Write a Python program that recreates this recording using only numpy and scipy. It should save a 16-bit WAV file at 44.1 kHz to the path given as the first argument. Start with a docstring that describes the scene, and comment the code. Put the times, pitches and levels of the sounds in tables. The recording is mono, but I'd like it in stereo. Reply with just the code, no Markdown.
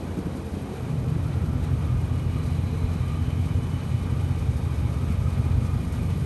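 """An open concrete lot; a big V8 saloon creeps towards a stereo microphone at idle speed.
A few dull bumps sound as it starts to roll, its exhaust muffled. Within a second the exhaust opens up,
throbbing in uneven orders over a rumble of irregular firings. The idle sags once as the car steers round,
and its nose comes to face the microphone: through the grille, the whirr of belt and fan and the ticking
of the valve gear, their hiss growing as the car draws nearer."""
import sys
import numpy as np
from scipy import signal
from scipy.fft import rfft, irfft, next_fast_len
from scipy.io import wavfile

SR = 44100
rng = np.random.default_rng(int(sys.argv[2]) if len(sys.argv) > 2 else 0)


def waveform_to_disk(signal):
    """Save audio, clipped to [-1, 1], as 16-bit WAV at the path in sys.argv[1]."""
    frames = np.transpose(np.atleast_2d(signal))
    scaled = np.clip(frames, -1, 1) * 32767
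    samples = np.round(scaled).astype(np.int16)
    wavfile.write(sys.argv[1], SR, samples)


N = 275974
TIME_S = np.arange(N) / SR
FFT_SIZE = 2 * next_fast_len(N // 2 + SR // 20)   # room for tails
BIN_HZ = np.maximum(np.arange(FFT_SIZE // 2 + 1) * SR / FFT_SIZE, 1)

# the lope, six hard exhaust puffs in each engine cycle: cycle_share, relative_db
EXHAUST_PUFFS = [(.187, 0), (.436, 0), (.56, 0), (.613, .5), (.804, -3), (.938, 1.5)]
# bright spectrum of valve hiss and tyre grit: frequency_hz, relative_db
HISS_SPECTRUM = [(2500, -14), (4500, 5), (5500, 2), (6400, 2), (7600, -1), (8400, 2), (8750, 5),
                 (9200, 3.5), (10200, 5.5), (11300, 6.5), (11700, 5.5), (12300, -27)]


def from_db(db):
    """Decibels to gain."""
    return 10 ** (np.asarray(db) / 20)


def unit_rms(x):
    """Scale to unit power."""
    return x / np.sqrt(np.mean(x ** 2) + 1e-20)


def ramp(start_s, length_s):
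    """An even rise from 0 to 1."""
    return np.clip((TIME_S - start_s) / length_s, 0, 1)


def swells(rows, half_length_s):
    """Envelope of bell-shaped swells, one for each row of time_s, level_db."""
    return sum(from_db(db) * np.exp(-((TIME_S - s) / half_length_s) ** 2 / 2) for s, db in rows)


def each_cycle(cycle, beats, width):
    """Rounded beats at set places of the engine cycle; width is a share of the cycle."""
    return sum(from_db(db) * np.exp(-(((cycle - place + .5) % 1 - .5) / width) ** 2)
               for place, db in beats)


def drift(rate_hz):
    """Smooth random wander of spread 1, mostly slower than rate_hz."""
    hop, settle = 100, 1000
    pole = np.exp(-2 * np.pi * rate_hz * hop / SR)
    noise = rng.standard_normal(N // hop + settle + 2)
    slow = signal.lfilter([1], [1, -2 * pole, pole * pole], noise)[settle:]
    return np.interp(np.arange(N) / hop, np.arange(len(slow)), unit_rms(slow))


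def resonance(phase, width_hz):
    """A resonance stirred by noise: a carrier whose two quadratures drift."""
    return unit_rms(drift(width_hz) * np.cos(phase) + drift(width_hz) * np.sin(phase))


def over_bins(rows):
    """One curve per column over the FFT bins, straight on a log-frequency axis."""
    hz, *columns = np.transpose(rows)
    return [np.interp(np.log(BIN_HZ), np.log(hz), column) for column in columns]


def at_microphone(spectra):
    """A direct and a scattered sound reach the left and right ports of the microphone."""
    # how the two ports compare: frequency_hz, coherence, left_lead_rad, left_minus_right_db
    ports = [(100, 0.98, 0.52, -1.5), (280, 0.89, 0.48, 0.3), (480, 0.83, 0.45, 2.5),
             (560, 0.34, 0.6, -0.5), (1080, 0.32, 1.52, 0), (1173, 0.57, 0.96, 0.5),
             (1540, 0.22, 2.98, -0.3), (2140, 0.55, 5.3, -1.5), (2580, 0.46, 7.15, 1),
             (4000, 0.71, 6.96, 0.5), (5160, 0.27, 6.4, 4.5), (6540, 0.85, 6.6, 1.5), (7500, 0.6, 7.2, 1.5),
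             (8700, 0.9, 6.1, -0.5), (9380, 1, 4.74, 3), (9670, 0.98, 3.53, -4.5), (10440, 1, 2.9, 0.5),
             (11080, 1, 1.32, 0)]
    coherence, lead_rad, balance_db = over_bins(ports)
    direct, scattered = spectra
    sides = np.array([[1], [-1]])
    pair = np.sqrt((1 + coherence) / 2) * direct + sides * np.sqrt((1 - coherence) / 2) * scattered
    placement = from_db(sides * balance_db / 2) * np.exp(.5j * sides * lead_rad)
    return irfft(pair * placement, FFT_SIZE)[:, :N]


def turbulence(envelope, spectrum):
    """Noise under an envelope, coloured at equal power and heard at the microphone."""
    low_hz, high_hz = spectrum[0][0], spectrum[-1][0]
    skirts = np.minimum(BIN_HZ / low_hz, 1) ** 2 * np.minimum(high_hz / BIN_HZ, 1) ** 2
    colour = unit_rms(from_db(over_bins(spectrum)[0]) * skirts)
    noise = envelope * rng.standard_normal((2, N))
    return at_microphone(rfft(noise, FFT_SIZE) * colour)


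def pulsing(beats, depth):
    """A unit-power envelope that lifts on each beat."""
    return unit_rms(1 + depth * beats)


def turned_away():
    """1 while the grille points away, falling evenly to 0 as it comes to face the microphone."""
    return 1 - ramp(start_s=0.15, length_s=2.44)


def tyre_grit():
    """Light, bright ticks that sound like grit under the tyres."""
    # single ticks: start_s, relative_db
    ticks = [(.355, -60), (2.0, -66), (2.43, -54), (2.46, -58), (4.565, -56), (5.92, -53), (5.945, -63)]
    rise_s, decay_s = .002, .027
    envelope = np.zeros(N)
    for start_s, db in ticks:
        age_s = np.maximum(TIME_S - start_s, 0)
        envelope += from_db(db) * (1 - np.exp(-age_s / rise_s)) * np.exp(-age_s / decay_s)
    return from_db(7) * turbulence(envelope, HISS_SPECTRUM)


def body_bumps():
    """Blows thud in the car's body as it starts to roll; a longer contact is duller."""
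    # blows to the body: start_s, relative_db, contact_s
    bumps = [(.069, -23, .0044), (.086, -20, .0041), (.109, -18, .0056), (.165, -20.5, .0015),
             (.173, -15.5, .0055), (.182, -16.5, .0012), (.209, -21, .0042), (.257, -21.5, .003),
             (.264, -16.5, .0016), (.533, -18.5, .0037), (.566, -21.5, .0012), (1.159, -19, .0022)]
    # what the body rings with: pitch_hz, relative_db, decay_s
    body_modes = [(91, -7, 0.015), (197, 0.5, 0.0092), (286, -7.5, 0.011), (337, -4.5, 0.0065),
                  (448, -6.5, 0.0066)]
    t = np.arange(SR // 5) / SR
    thud = sum((-1) ** k * from_db(db) * np.sin(2 * np.pi * hz * t) * np.exp(-t / decay_s)
               for k, (hz, db, decay_s) in enumerate(body_modes))
    thud *= 1 - np.exp(-t / 0.0035)   # the body takes a moment to answer
    blows = np.zeros(N)
    for start_s, db, contact_s in bumps:
        push = np.hanning(round(contact_s * SR) + 3)
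        start = round(start_s * SR)
        blows[start:start + len(push)] += from_db(db) * push / push.sum()
    return signal.fftconvolve(blows, thud)[:N]


def belt_whines(valve_beat):
    """Narrow bands whine and hum under the bonnet, steadily or in swells, roughened by the valves; a few low
    swells of the exhaust boom sound among them."""
    # steady whines of the belt drive: pitch_hz, width_hz, relative_db
    whines = [(447, 6.1, -54), (827, 4.6, -56.5), (1198, 43, -55.5), (2157, 12, -64.5), (2260, 19, -62.5),
              (2430, 20, -60.5), (2533, 13, -66.5), (8750, 44, -74)]
    # the belt sings up again and again at one pitch: time_s, relative_db
    sings = [(1.9, -45), (2.12, -51), (2.42, -46.5), (3.14, -45), (4.15, -49), (4.97, -48), (5.38, -48),
             (5.7, -47)]
    # a lower hum of the belt drive comes and goes: time_s, relative_db
    hums = [(.19, -39), (.44, -37.5), (.76, -39.5), (1.02, -39.5), (1.36, -41), (1.6, -46), (2.79, -45.5),
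            (3.58, -48), (4.1, -45)]
    # single swells: resonances under the bonnet that carry only at certain angles, and below 250 Hz brief
    # surges of the exhaust boom: time_s, pitch_hz, width_hz, half_length_s, relative_db
    beams = [(.69, 754, 53, .16, -43.5), (.735, 375, 40, .04, -37), (1.398, 1328, 84, .27, -45.5),
             (1.92, 117, 6, .13, -28.5), (2.3, 2905, 30, .2, -58), (2.7, 4010, 170, .45, -60.5),
             (2.8, 2310, 140, .6, -62), (3.25, 3110, 45, .27, -61.5), (3.8, 2990, 28, .52, -57.5),
             (4.5, 3700, 120, .6, -65), (4.9, 540.2, 56, .57, -51.5), (5.2, 1268, 47, .43, -50.5),
             (5.5, 205, 39, .45, -40.5), (6.15, 150, 30, .3, -31)]
    voices = [(hz, width_hz, from_db(db)) for hz, width_hz, db in whines]
    voices.append((1215, 48, swells(sings, half_length_s=.06)))
    voices.append((448, 15, swells(hums, half_length_s=.053)))
    voices += [(hz, width_hz, swells([(s, db)], half_s)) for s, hz, width_hz, half_s, db in beams]
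    paths = [sum(gain * resonance(2 * np.pi * hz * TIME_S, width_hz) for hz, width_hz, gain in voices)
             for _ in ("direct", "scattered")]
    envelope = from_db(0.3 - 9 * turned_away()) * pulsing(valve_beat, depth=0.34)
    return envelope * at_microphone(rfft(paths, FFT_SIZE))


def pulley_hum(cycle):
    """A belt-driven pulley hums, geared to the crankshaft and wandering slightly."""
    # swells above the resting hum: time_s, level_db
    hum_swells = [(1.6, -39), (4.6, -36), (5.3, -33.5)]
    resting_db, order = -47, 13.33
    envelope = from_db(resting_db) + swells(hum_swells, half_length_s=0.32)
    phase = 2 * np.pi * order * cycle + .5 * drift(1.7)
    return envelope * np.sqrt(2) * np.sin(phase)


def engine_bay(lope):
    """The bay's drone and the whirr of belt and fan stir faintly with the lope and follow the turn."""
    # low drone of the bay: frequency_hz, relative_db
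    drone_spectrum = [(60, -16.5), (150, 4), (230, 3.5), (320, -2), (450, -4), (620, -7.5), (800, -10.5),
                      (1100, -25), (2000, -43)]
    # belt and fan: frequency_hz, relative_db
    whirr_spectrum = [(400, -8.5), (700, -5.5), (830, -0.5), (1080, -1), (1210, -2.5), (1380, -3),
                      (1580, -4), (1720, -7), (2100, -14.5), (3000, -24)]
    drone_db = -38 + 3.5 * turned_away()
    drone = from_db(drone_db) * turbulence(pulsing(lope, depth=0.019), drone_spectrum)
    whirr_db = -45 - 0.3 * turned_away() + 0.89 * drift(10.4)
    whirr = from_db(whirr_db) * turbulence(pulsing(lope, depth=0.044), whirr_spectrum)
    return drone + whirr


def valve_gear(valve_beat):
    """Clatter and hiss pulse with the valves; the hiss grows as the car nears the microphone."""
    # clatter through the grille: frequency_hz, relative_db
    clatter_spectrum = [(1400, -12), (1740, -11), (1910, 2), (2080, -4.5), (2270, -1), (2480, -0.5),
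                        (2750, -6.5), (2980, -2.5), (3350, -6.5), (4000, -7), (4600, -17), (6500, -17.5)]
    approach_db_per_s = 0.41
    clatter_db = -51 - 1.5 * turned_away() + drift(14)
    clatter = from_db(clatter_db) * turbulence(pulsing(valve_beat, depth=0.065), clatter_spectrum)
    hiss_db = -56 + 0.8 * turned_away() + approach_db_per_s * TIME_S + 1.03 * drift(25)
    hiss = from_db(hiss_db) * turbulence(pulsing(valve_beat, depth=0.33), HISS_SPECTRUM)
    return clatter + hiss


def exhaust_muffling():
    """Two curves from 1 (muffled) to 0 (open): the exhaust opens quickly, its deepest notes slowly."""
    return 1 - ramp(start_s=0.786, length_s=0.077), 1 - ramp(start_s=0.8, length_s=0.44)


def exhaust_rumble(lope):
    """No two firings are alike: their differences rumble with the lope and boom in a broad resonance."""
    # deep rumble: frequency_hz, relative_db
    rumble_spectrum = [(20, -31), (32, -28), (43, -11), (60, 0.5), (75, -0.5), (100, -8), (160, -7.5),
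                       (200, -16), (240, -12), (300, -18.5), (500, -39)]
    # centre of the boom, shifting as the car turns: time_s, pitch_hz
    boom_pitch = [(0, 140), (.85, 127.1), (3.2, 109.1), (6.26, 128.3)]
    muffled, deep_muffled = exhaust_muffling()
    rumble = from_db(-31 - 8.5 * deep_muffled) * turbulence(pulsing(lope, depth=0.51), rumble_spectrum)
    boom_hz = np.interp(TIME_S, *np.transpose(boom_pitch))
    boom = resonance(2 * np.pi * np.cumsum(boom_hz) / SR, width_hz=13)
    boom = unit_rms(boom / (np.abs(signal.hilbert(boom)) + 0.79))   # keeps a fairly even strength
    surge = swells([(1.03, 0)], half_length_s=0.18)   # one swell just after opening
    boom_db = -36 - 13 * muffled + 7 * surge
    return rumble + from_db(boom_db) * boom * pulsing(lope, depth=0.19)


def exhaust_throb(cycle):
    """Each bank fires unevenly, so many multiples of the cycle rate sound, adding up at each puff."""
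    # exhaust tones at three angles to the microphone: order, oblique_db, nearly_head_on_db, head_on_db
    orders = [(8, -46, -46, -50), (11, -43, -53, -41), (13, -41, -53, -42), (16, -30, -29, -30),
              (17, -44, -45, -45), (18, -47, -44, -44), (19, -48, -43, -45), (21, -41, -36, -36),
              (22, -38, -40, -40), (23, -44, -46, -53), (24, -38, -36, -35), (25, -44, -43, -39),
              (27, -50, -47, -54), (28, -38, -39, -48), (29, -38, -40, -47), (32, -51, -48, -42),
              (35, -54, -50, -64), (40, -52, -59, -48), (42, -59, -60, -49), (43, -58, -53, -50),
              (45, -53, -48, -51), (46, -45, -44, -66), (48, -58, -55, -66), (73, -73, -69, -58)]
    angle_times_s = (1.6, 3.56, 5.15)   # when the car passes through those angles
    top_deep_order = 16
    muffled, deep_muffled = exhaust_muffling()
    places, puff_db = np.transpose(EXHAUST_PUFFS)
    tones = np.zeros(N)
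    for order, *angle_db in orders:
        puff_phase = np.angle(np.sum(from_db(puff_db) * np.exp(-2j * np.pi * order * places)))
        phase = 2 * np.pi * order * cycle + puff_phase + 0.0053 * order * drift(1.9)
        level_db = np.interp(TIME_S, angle_times_s, angle_db) + 2 * drift(8.4)
        level_db -= 8.5 * deep_muffled if order <= top_deep_order else 15 * muffled
        tones += from_db(level_db) * np.sqrt(2) * np.sin(phase)
    grouping_db = 1.6 * np.tanh(drift(8))   # the puffs roll in stronger and weaker groups
    return tones * unit_rms(from_db(grouping_db))


def crank_rpm():
    """The crankshaft idles, and sags once under load while the car steers round."""
    idle_rpm, sag_rpm = 660.26, 10.8
    load = ramp(start_s=1.634, length_s=.2) - ramp(start_s=3.074, length_s=.434)
    return idle_rpm - sag_rpm * load


def scene():
    """The car as heard at the microphone; one four-stroke cycle, two crank turns, times the engine."""
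    # the louder valve ticks in each cycle: cycle_share, relative_db
    valves = [(.05, 3.5), (.23, -7), (.46, -8), (.72, -19), (.85, -0.5), (.97, -1)]
    cycle = np.cumsum(crank_rpm()) / (2 * 60 * SR)
    lope = each_cycle(cycle, EXHAUST_PUFFS, width=0.043)
    lope *= from_db(3.3 * drift(27))   # some puffs hit harder
    valve_beat = each_cycle(cycle, valves, width=0.029)
    exhaust = exhaust_throb(cycle) + exhaust_rumble(lope)
    bonnet = pulley_hum(cycle) + engine_bay(lope) + valve_gear(valve_beat) + belt_whines(valve_beat)
    return exhaust + bonnet + body_bumps() + tyre_grit()


def record(dry):
    """The top treble is cut steeply."""
    cutoff_hz = 12300
    return signal.sosfilt(signal.ellip(10, .1, 80, cutoff_hz, fs=SR, output="sos"), dry)


dry = scene()
out = record(dry)
waveform_to_disk(out)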